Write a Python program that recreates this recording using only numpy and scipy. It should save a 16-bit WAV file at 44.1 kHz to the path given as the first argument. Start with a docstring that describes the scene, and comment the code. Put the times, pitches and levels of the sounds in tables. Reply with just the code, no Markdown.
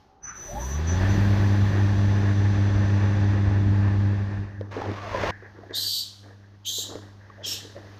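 """CNC lathe run-up and air blasts

A CNC lathe spins up: the motor drive whistles and three chuck jaws beat the air into a 100 Hz hum with a windy rush.
As the tool turret arrives the jaw hum gives way to a faint 100 Hz hum, probably from the mains.
A rough rush swells and stops dead, and the guards rattle and knock.
Three blasts of compressed air, made of shaped noise and gliding tones, hiss and ring out in the workshop."""
import sys
import numpy as np
from scipy import signal
from scipy.fft import rfft, irfft, next_fast_len
from scipy.io import wavfile

SR = 44100
rng = np.random.default_rng(int(sys.argv[2]) if len(sys.argv) > 2 else 0)


def int16_out(signal):
    """Quantize to a 16-bit WAV file."""
    q = np.round(np.clip(np.atleast_2d(signal).T, -1, 1) * 32767)
    wavfile.write(sys.argv[1], SR, q.astype(np.int16))


N = 352403
TIME = np.arange(N) / SR
TOP_HZ = 100.05   # jaw passes per s at full speed
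START_S = 0.24   # spindle starts to turn


def from_db(db):
    """Decibels to gain."""
    return 10 ** (np.asarray(db) / 20)


def rms_one(x):
    """Scale to unit power."""
    return x / np.sqrt(np.mean(x ** 2) + 1e-20)


def curve(rows):
    """Gain along rows of (time_s, level_db), held beyond the ends."""
    return from_db(np.interp(TIME, *np.transpose(rows)))


def gains(rows):
    """One gain curve per dB column, fading exponentially outside the rows' times."""
    time_s, *columns_db = np.transpose(rows)
    outside_s = np.maximum(np.maximum(time_s[0] - TIME, TIME - time_s[-1]), 0)
    fade = np.exp(-outside_s / 0.071)
    return [from_db(np.interp(TIME, time_s, level_db)) * fade for level_db in columns_db]


def swell(start_s, stop_s, attack_s, release_s):
    """Envelope that rises smoothly until start, holds at 1 and decays after stop."""
    before = np.maximum(start_s - TIME, 0) / attack_s
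    after = np.maximum(TIME - stop_s, 0) / release_s
    return np.exp(-np.minimum(before ** 2 + after, 20))


def drift(rate_hz):
    """Slow random wander with a spread of 1, low-passed noise computed at SR / 40."""
    r = np.exp(-80 * np.pi * rate_hz / SR)
    white = rng.standard_normal(N // 40 + 2002)
    slow = signal.lfilter([1], [1, -2 * r, r * r], white)[2000:]   # drop the settling
    return np.interp(np.arange(N) / 40, np.arange(len(slow)), rms_one(slow))


def coloured(x, spectrum):
    """Shape a sound by (freq_hz, density_db), falling 36 dB/octave beyond the ends; rms 1."""
    hz, density_db = np.transpose(spectrum)
    size = next_fast_len(N + 8192)
    octave = np.log2(np.maximum(np.arange(size // 2 + 1) * SR / size, 1))
    beyond = np.abs(octave - np.clip(octave, np.log2(hz[0]), np.log2(hz[-1])))
    shape = from_db(np.interp(octave, np.log2(hz), density_db) - 36 * beyond)
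    return rms_one(irfft(rfft(x, size) * shape, size)[:N])


def noise(spectrum):
    """Turbulent noise of a given colour; rms 1."""
    return coloured(rng.standard_normal(N), spectrum)


def narrow_tone(hz, width_hz, steadiness=0.52):
    """A resonance fed by turbulence: a tone that wavers in level and phase; rms 1."""
    waver = drift(width_hz / 2) + 1j * drift(width_hz / 2)
    waver = waver / (np.abs(waver) + 0.1) ** steadiness
    phase = 2 * np.pi * np.cumsum(hz * np.ones(N)) / SR
    return rms_one(np.real(waver * np.exp(1j * phase)))


def glides(rows, width_hz, edge_s):
    """Narrow resonances that swell, slide from one pitch to another and fade."""
    out = np.zeros(N)
    for start, stop, from_hz, to_hz, level_db in rows:
        hz = np.interp(TIME, [start, stop], [from_hz, to_hz])
        out += from_db(level_db) * swell(start, stop, edge_s, edge_s) * narrow_tone(hz, width_hz)
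    return out


def ring(clicks, hz, t60_s):
    """A two-pole resonance: each unit click starts a decaying sine of initial height 1."""
    r, w = from_db(-60 / (t60_s * SR)), 2 * np.pi * hz / SR
    return signal.lfilter([0, np.sin(w)], [1, -2 * r * np.cos(w), r * r], clicks + 1e-18)


def bump(hz, rise_s):
    """A resonance whose envelope swells to 1 in the rise time and dies away."""
    t = TIME[:SR // 4]
    return t / rise_s * np.exp(1 - t / rise_s) * np.sin(2 * np.pi * hz * t)


def contacts(per_s, spread_db):
    """Random small impacts of uneven strength and either sign."""
    sizes = from_db(spread_db * np.minimum(rng.exponential(1, N), 4))
    return sizes * rng.choice([-1, 1], N) * (rng.random(N) < per_s / SR)


def add(out, start_s, sound):
    """Mix a short sound in at a time."""
    at = int(start_s * SR)
    out[at:at + len(sound)] += sound[:N - at]


def jaw_rate():
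    """Jaw passes per s: constant torque to base speed, then constant power (rate squared climbs) to the top."""
    base_s, base_hz, power_hz2_per_s = 0.58, 55, 13200
    torque_hz = base_hz * np.clip((TIME - START_S) / (base_s - START_S), 0, 1)
    power_hz2 = power_hz2_per_s * np.maximum(TIME - base_s, 0)
    return np.minimum(np.sqrt(torque_hz ** 2 + power_hz2), TOP_HZ)


def stirred():
    """Share of the air round the chuck that has been set moving."""
    return swell(0.58, TIME[-1], 0.12, 1)


def hum(speed, phase, flutter=0.097, upper_flutter=0.17):
    """Uneven harmonics: jaw hum until about 4.5 s, then a faint 100 Hz hum, probably from the mains."""
    # harmonics of the hum: order, relative_db
    hum_orders = [(1, 1), (2, -10.5), (3, -16.5), (4, -31.5), (5, -39)]
    # level of the jaw hum until about 4.5 s, then of the faint hum: time_s, relative_db
    hum_level = [(4.1, 0), (4.29, -8), (4.41, -8), (4.49, -20.5), (5.25, -20.5), (5.36, -29), (5.87, -29),
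                 (5.95, -35.5), (6.13, -35.5), (6.19, -28), (6.72, -31.5), (7.02, -25), (7.2, -28),
                 (7.99, -27)]
    # brief booms with the heavier jolts: time_s, level_db
    booms = [(4.61, -33.5), (4.9, -30), (5.23, -34)]
    top_db, speed_power, waver_db, boom_s = -18, 2.6, 0.33, 0.035
    harmonics = np.zeros(N)
    for k, relative_db in hum_orders:
        uneven = 1 + upper_flutter * np.log(k) * drift(16)
        harmonics += from_db(relative_db) * uneven * np.cos(k * phase)
    level = from_db(top_db) * speed ** speed_power * stirred() * curve(hum_level)
    for s, level_db in booms:
        level = level + from_db(level_db) * swell(s, s, boom_s, boom_s)
    return level * from_db(waver_db * drift(4)) * (1 + flutter * drift(17)) * harmonics


def windage(speed, phase, chop=0.057, lumpy_db=1.8):
    """Eddies off the chuck grow with speed: lumpy buffeting, a rush and hiss chopped by the jaws, and thuds."""
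    # airflow strength: time_s, relative_db
    airflow = [(.78, -2), (.97, 2.5), (1.17, 2), (1.6, .5), (3.3, -.2), (3.6, -2.4), (4.0, -2.5),
               (4.38, -7), (4.58, -21)]
    # stronger gusts of buffeting: time_s, level_db
    gust_rows = [(.58, -37.5), (1.18, -27), (1.42, -30), (3.57, -35), (3.69, -28), (3.98, -35.5),
                 (4.38, -39)]
    # low thuds of air: start_s, level_db, pitch_hz
    thuds = [(1.0, -29, 42), (1.176, -17.5, 192.2), (2.74, -27, 55), (3.47, -23, 85.4), (3.697, -23, 75.7),
             (3.97, -29, 50.6)]
    # spectra of the buffeting, rush and hiss: freq_hz, density_db (relative, per Hz)
    buffet_colour = [(15, -13.5), (30, -6), (55, 2), (85, 2.5), (130, -2.5), (200, -6), (300, -13),
                     (450, -36.5)]
    rush_colour = [(190, -36.5), (330, 0.5), (398, -1), (455, -9), (545, -4.5), (772, -9.5), (844, -4.5),
                   (907, -10), (1110, -9), (1330, -14.5), (1770, -6), (2080, -16.5), (2800, -20.5),
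                   (3640, -54), (6160, -120)]
    hiss_colour = [(2000, -5), (2700, -3), (3400, 2.5), (4500, -0.5), (6000, -6.5), (6900, -10.5),
                   (7600, -19.5), (9000, -20), (10500, -42.5), (16000, -44)]
    gust_s, hiss_sag_db_per_s = 0.045, 1.5

    flow = curve(airflow) * swell(0, airflow[-1][0], 1, release_s=0.14)
    gusts = sum(from_db(level_db) * swell(s, s, gust_s, gust_s) for s, level_db in gust_rows)
    # the frame shudders under the starting torque
    gusts = gusts + from_db(-52) * swell(0.25, 0.52, 0.022, gust_s)
    buffet = flow * stirred() * from_db(-32.5 + lumpy_db * drift(9.7)) * speed ** 1.8
    rush = from_db(-36 + 1.1 * drift(11)) * speed ** 1.12 * noise(rush_colour)
    hiss_db = -47.5 - hiss_sag_db_per_s * (TIME - 1)
    hiss = from_db(hiss_db) * speed ** 1.18 * noise(hiss_colour)
    out = np.hypot(buffet, gusts) * noise(buffet_colour)
    out += flow * (1 + chop * np.cos(phase)) * (rush + hiss)
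    for s, level_db, hz in thuds:
        add(out, s, from_db(level_db) * bump(hz, rise_s=0.94 / hz))
    return out


def motor(phase):
    """The drive's carrier with sidebands that fan out with speed, a thin sizzle and the starting groan."""
    # drive sidebands: offset in jaw rates, relative_db
    sideband_rows = [(-4.5, -10.5), (7.5, -11), (0, -13.5), (2.5, -11.5), (19, -23)]
    # whistle each time the drive pulls: start_s, stop_s, relative_db
    pulls = [(0.25, 0.296, -40.5), (.368, .505, -44.5), (0.615, 0.664, -42), (.71, 0.748, -42),
             (0.88, .93, -42), (1.103, 1.15, -52.5)]
    # thin sizzle, strongest in the run-up, fading out by 3.4 s: time_s, relative_db
    sizzle_rows = [(0.3, -94), (0.36, -72), (0.48, -62.5), (0.69, -58), (0.84, -72.5), (1.11, -64),
                   (3.36, -88), (3.4, -106)]
    # spectra of the sizzle and groan: freq_hz, density_db (relative, per Hz)
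    sizzle_colour = [(6500, -8), (8500, -5), (10300, -8.5), (13000, -2), (14800, -2.5), (16000, -16.5)]
    groan_colour = [(700, -11), (1100, -0.5), (1300, 8.5), (1550, 6.5), (2000, -2.5), (2600, -10),
                    (3300, -23.5), (4500, -32)]
    carrier_hz, attack_s, release_s = 6001, 0.014, 0.026

    carrier = 2 * np.pi * carrier_hz * TIME
    sidebands = np.zeros(N)
    for k, relative_db in sideband_rows:
        level = from_db(relative_db + 1.8 * drift(25))
        sidebands += level * np.sin(carrier + k * phase + drift(25))
    whistle = from_db(0.8 + 1.8 * drift(22)) * np.sin(carrier) + from_db(0.5) * sidebands
    whistle += from_db(-9) * noise([(5300, -17.5), (6050, 9), (6500, -6), (7000, -30)])
    effort = sum(from_db(db) * swell(start, stop, attack_s, release_s) for start, stop, db in pulls)
    # weaker whistle from the start until after top speed is reached
    effort = effort + from_db(-57.5) * swell(START_S, 2.9, attack_s, release_s=0.65)
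    sizzle = from_db(2.5) * gains(sizzle_rows)[0] * noise(sizzle_colour)
    # groan as the spindle breaks loose
    groan = from_db(-42) * swell(0.3, 0.3, 0.048, 0.096) * noise(groan_colour)
    return effort * whistle + sizzle + groan


def transmission(rate, phase):
    """A gear whine, roughened once a turn (every third jaw), sweeps through the housing's resonance."""
    # lower housing tone: start_s, stop_s, from_hz, to_hz, level_db
    housing_tone = [(.51, 0.605, 590, 590, -42.5)]
    order, whine_db, housing_hz, housing_q = 15.5, -33, 820, 9
    roughness = 1 + 0.46 * drift(45) + 0.35 * np.cos(phase / 3)
    whine = roughness * np.sin(order * phase + 0.7 * drift(35))
    tuning = order * rate / housing_hz
    housing = tuning / np.hypot(tuning, housing_q * (1 - tuning ** 2))
    running = swell(0.49, 1.0, attack_s=0.05, release_s=1.9)
    tone = glides(housing_tone, width_hz=46, edge_s=0.038)
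    return from_db(whine_db) * housing * running * whine + tone


def rattle():
    """Small contacts ring the sheet-metal guards in fits, and a panel sings along."""
    # fits of rattling: start_s, stop_s, rattle_relative_db, panel_relative_db
    shakes = [(4.49, 4.604, -58, -52), (4.62, 4.685, -43.5, -63), (4.768, 4.912, -28, -48),
              (5.159, 5.25, -35, -40), (5.326, 5.403, -62, -49.5), (5.435, 5.465, -45, -47.5),
              (5.557, 5.662, -44.5, -58), (5.711, 5.727, -39, -45.5), (5.753, 5.865, -50, -53),
              (6.244, 6.326, -48, -58.5), (6.412, 6.555, -58.5, -64), (6.7, 6.714, -52, -61),
              (6.79, 6.872, -45, -59.5), (6.895, 6.973, -37, -57.5), (6.996, 7.096, -51.5, -59.5),
              (7.216, 7.38, -57, -56.5), (7.421, 7.697, -46, -53), (7.772, 7.792, -41.5, -52.5),
              (7.83, 7.97, -48, -57.5)]
    # spectra of the rattle and panel: freq_hz, density_db (relative, per Hz)
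    rattle_colour = [(150, -35), (280, 0.5), (450, 0.5), (650, -2), (1000, -3), (1400, -2.5), (2200, -28)]
    panel_colour = [(900, -31), (1350, -8.5), (1650, 8), (1900, 4.5), (2200, -10), (3000, -28)]
    shake, panel = np.zeros(N), np.zeros(N)
    for start, stop, shake_db, panel_db in shakes:
        fit = swell(start, stop, attack_s=0.014, release_s=0.038)
        shake += from_db(shake_db) * fit
        panel += from_db(panel_db) * fit
    clicks = contacts(per_s=600, spread_db=1.5)
    dealt = rng.integers(0, 20, N)   # each contact rings one of 20 modes
    rings = np.zeros(N)
    for k, hz in enumerate(np.geomspace(270, 1500, 20)):
        rings += ring(clicks * (dealt == k), hz, t60_s=18 / hz)
    singing = panel * noise(panel_colour) * from_db(2 * drift(25))
    return from_db(-6) * shake * coloured(rings, rattle_colour) + from_db(-3) * singing


def surge():
    """A rough rush of dense impacts and noise sets in, holds, swells steadily in dB and stops dead."""
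    # rush spectrum: freq_hz, density_db (relative, per Hz)
    surge_colour = [(30, -4), (60, 0), (130, -6), (240, -11.5), (570, -2), (790, -4.5), (1010, -1.5),
                    (1330, -10), (1690, -6.5), (3120, -17.5), (6300, -26), (7630, -41), (10000, -49),
                    (15000, -49)]
    start_s, swell_s, stop_s, edge_s = 4.708, 5.009, 5.312, 0.0079
    level_db, swell_db_per_s = -40, 47
    grit = rms_one(contacts(per_s=2200, spread_db=2.5)) + 0.73 * rng.standard_normal(N)
    on = np.clip(np.minimum(TIME - start_s, stop_s - TIME) / edge_s, 0, 1)
    swelling_s = np.clip(TIME, swell_s, stop_s) - swell_s
    return on * from_db(level_db + swell_db_per_s * swelling_s) * coloured(grit, surge_colour)


def knocks(crack_db=-5, crack_s=0.0013, spot_rise_s=0.0021):
    """Each knock rings the struck spot and the common modes of the guards, with a brief dull crack."""
    # knocks on the guards: time_s (2.08 ms ahead of the sound), relative_db, pitch_hz
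    knock_rows = [(3.334, -23, 293), (4.609, -25.5, 510), (4.764, -28, 475), (4.816, -22.5, 836),
                  (4.837, -29, 820), (4.914, -21.5, 308), (5.145, -20.5, 567), (5.234, -15, 595),
                  (5.422, -40.5, 493), (5.586, -37.5, 434), (5.633, -36.5, 666), (5.707, -32.5, 410),
                  (6.783, -36, 473), (6.91, -32.5, 370), (6.953, -29, 503.9), (7.298, -38.5, 1130),
                  (7.648, -39, 472), (7.762, -31.5, 550)]
    # common guard modes: freq_hz, relative_db, t60_s
    guard_modes = [(327, -19.5, 0.035), (449, -5, 0.05), (590, -7, 0.019), (793, -10, 0.014),
                   (1130, -9, 0.013), (1730, -19, 0.018)]
    out, t = np.zeros(N), TIME[:SR // 4]
    impulse = 1.0 * (t == 0)
    dull = np.vstack([signal.butter(1, 1800, fs=SR, output="sos"),
                      signal.butter(8, 5800, fs=SR, output="sos")])
    for s, level_db, hz in knock_rows:
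        body = sum(from_db(mode_db + rng.normal(0, 3.1)) * ring(impulse, mode_hz, t60_s)
                   for mode_hz, mode_db, t60_s in guard_modes)
        crack = signal.sosfilt(dull, rng.standard_normal(len(t)) * np.exp(-t / crack_s))
        spot = bump(hz, spot_rise_s)
        knock = from_db(-1) * spot + from_db(-3.5) * body + from_db(crack_db) * crack
        add(out, s + 0.00208, from_db(level_db) * knock)
    return out


def moans():
    """Rubbing metal inside the rattle sounds as narrow gliding resonances."""
    # moans: start_s, stop_s, from_hz, to_hz, level_db
    moan_rows = [(4.78, 4.795, 421.6, 415, -38), (4.99, 5.07, 1130, 1122, -42),
                 (5.146, 5.15, 1030, 1010, -30), (5.045, 5.08, 700, 613, -40),
                 (5.135, 5.22, 519, 590, -37.5), (7.395, 7.41, 600, 598, -45.5),
                 (7.767, 7.775, 563, 558, -42)]
    return glides(moan_rows, width_hz=84, edge_s=0.016)


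def air_blasts(opening_s=0.026, closing_s=0.036):
    """Each jet hisses low first, brightens within 26 ms, and sounds cavities in the metal."""
    # air blasts: open_start_s, bright_start_s, close_start_s, relative_db
    blasts = [(5.727, 5.748, 5.99, -29.5), (6.645, 6.656, 6.81, -30.5), (7.431, 7.457, 7.533, -31.5)]
    # one spectrum per blast, as each strikes the metal differently: freq_hz, density_db (relative, per Hz)
    blast_colours = [
        [(1530, -73), (2600, -34), (3100, -8), (3390, -7), (3920, -2), (4440, 0), (4740, -5.5), (5220, -10),
         (5820, -13.5), (8470, -12.5), (10000, -30.5), (12800, -11.5), (15000, -23)],
        [(1530, -63), (2600, -31), (3150, -4), (3860, 3), (4410, -11), (5070, -14.5), (5870, -11), (6360, -5.5),
         (7200, -7), (7870, -15), (9520, -25.5), (12600, -15.5), (15000, -19)],
        [(1410, -54), (2400, -14), (2950, -1.5), (3390, -2.5), (3920, -5), (4750, -12), (5250, -3),
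         (6650, -8.5), (7520, -8.5), (9540, -26), (12800, -15), (15000, -20)],
    ]
    # cavity tones gliding as the jet sweeps: start_s, stop_s, from_hz, to_hz, relative_db
    jet_tones = [(5.75, 5.8, 3640, 4280, -31), (5.86, 6.02, 4600, 4500, -37), (6.665, 6.7, 3150, 3330, -33),
                 (6.75, 6.835, 3690, 3870, -38), (6.68, 6.69, 6220, 6300, -33),
                 (6.73, 6.835, 7160, 7350, -38.5), (7.447, 7.455, 3240, 3250, -33),
                 (7.485, 7.53, 5401, 5540, -34.5)]
    # jet spectrum as the hall returns it: freq_hz, density_db (relative, per Hz)
    hall_colour = [(2200, -25), (3000, 0), (4200, 4), (6300, -3), (7600, -14), (10000, -14), (14000, -18)]
    jets, flow = np.zeros(N), np.zeros(N)
    low_pass = signal.butter(4, 7500, fs=SR, output="sos")
    for (start, bright_start, close_start, level_db), colour in zip(blasts, blast_colours):
        jet = noise(colour)
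        low = signal.sosfiltfilt(low_pass, jet)
        opening = np.clip((TIME - start) / opening_s, 0, 1)
        closing = np.clip(1 + (close_start - TIME) / closing_s, 0, 1)
        valve = from_db(level_db) * opening * closing
        bright = np.clip((TIME - bright_start) / 0.004, 0, 1)
        jets += valve * (low + from_db(2.5) * bright * (jet - low))
        flow += valve
    jets = jets * from_db(drift(40))
    tones = glides(jet_tones, width_hz=260, edge_s=0.012)
    machine = reverberate(jets + from_db(-8.5) * tones, t60_s=0.4, treble_damping=2)
    hall = reverberate(flow * noise(hall_colour), t60_s=0.77, treble_damping=1.14)
    near = from_db(-5) * jets + from_db(-1) * tones + from_db(-5.5) * machine
    return near + from_db(-3.5) * fine_grain(near) + from_db(-12.5) * hall


def fine_grain(x):
    """Narrow lines, picked out by peak filters, that add fine grain to the blasts' hiss."""
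    # narrow lines in the hiss: freq_hz, relative_db
    fine_lines = [(3160, 3), (3962, 0), (4038, 1), (4364, 4), (4596, 6), (4662, 4), (5474, 7), (6320, 5),
                  (6939, 4), (7121, 4)]
    width_hz = 20
    return sum(from_db(relative_db) * signal.lfilter(*signal.iirpeak(hz, hz / width_hz, fs=SR), x)
               for hz, relative_db in fine_lines)


def reverberate(x, t60_s, treble_damping):
    """Dense reflections as decaying noise; above 8 kHz they die faster by the damping factor."""
    t, response = TIME[:SR], 0
    for kind, damping in [("low", 1), ("high", treble_damping)]:
        band = signal.butter(4, 8000, kind, fs=SR, output="sos")
        echoes = signal.sosfilt(band, rng.standard_normal(SR))
        response = response + echoes * from_db(-60 * t * damping / t60_s)
    return signal.fftconvolve(x, response / np.sqrt(np.sum(response ** 2)))[:N]


def drones():
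    """Pump and bearings sing at fixed pitches, as narrow wavering tones."""
    # drones: start_s, stop_s, pitch_hz, width_hz, level_db
    drone_rows = [(0.1, 0.3, 388, 30, -68), (0.1, .25, 775, 45, -63), (0.02, 4.6, 842, 37, -66),
                  (0.93, 4.1, 845, 40, -53), (0.58, 3.6, 3467, 260, -61)]
    return sum(gains([(start, level_db), (stop, level_db)])[0] * narrow_tone(hz, width_hz)
               for start, stop, hz, width_hz, level_db in drone_rows)


def workshop():
    """Far machinery: noise split at 1500 Hz into a rumble and a hiss, each with its own level."""
    # background gains: time_s, rumble_gain_db, hiss_gain_db
    shop = [(0, -59, -57.5), (.25, -60, -72), (4.5, -61.5, -60), (5.5, -54.5, -57), (6.05, -59, -55.5),
            (6.5, -61, -60.5), (7.3, -54.5, -57), (8, -53.5, -48.5)]
    # background spectrum: freq_hz, density_db (relative, per Hz)
    shop_colour = [(25, 1), (70, 7), (150, 0), (300, -2.5), (600, -5.5), (850, -6), (1200, -7.5),
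                   (2400, -17.5), (4500, -17.5), (6400, -21.5), (7600, -39.5), (15000, -39)]
    rumble, hiss = gains(shop)
    room = noise(shop_colour)
    low = signal.sosfiltfilt(signal.butter(4, 1500, fs=SR, output="sos"), room)
    return rumble * low + hiss * (room - low)


def scene():
    """One phase, from the jaw rate, drives hum, whine and sidebands; speed sets the strength of the wind."""
    rate = jaw_rate()
    speed, phase = rate / TOP_HZ, 2 * np.pi * np.cumsum(rate) / SR
    spindle = windage(speed, phase) + motor(phase) + transmission(rate, phase)
    guards = rattle() + surge() + knocks() + moans()
    background = drones() + workshop()
    return (hum(speed, phase) + spindle + guards + air_blasts() + background)[None]


def record(dry):
    """A steep elliptic low-pass cuts the top at 15.2 kHz."""
    return signal.sosfilt(signal.ellip(10, 0.2, 80, 15200, fs=SR, output="sos"), dry)


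dry = scene()
out = record(dry)
int16_out(out)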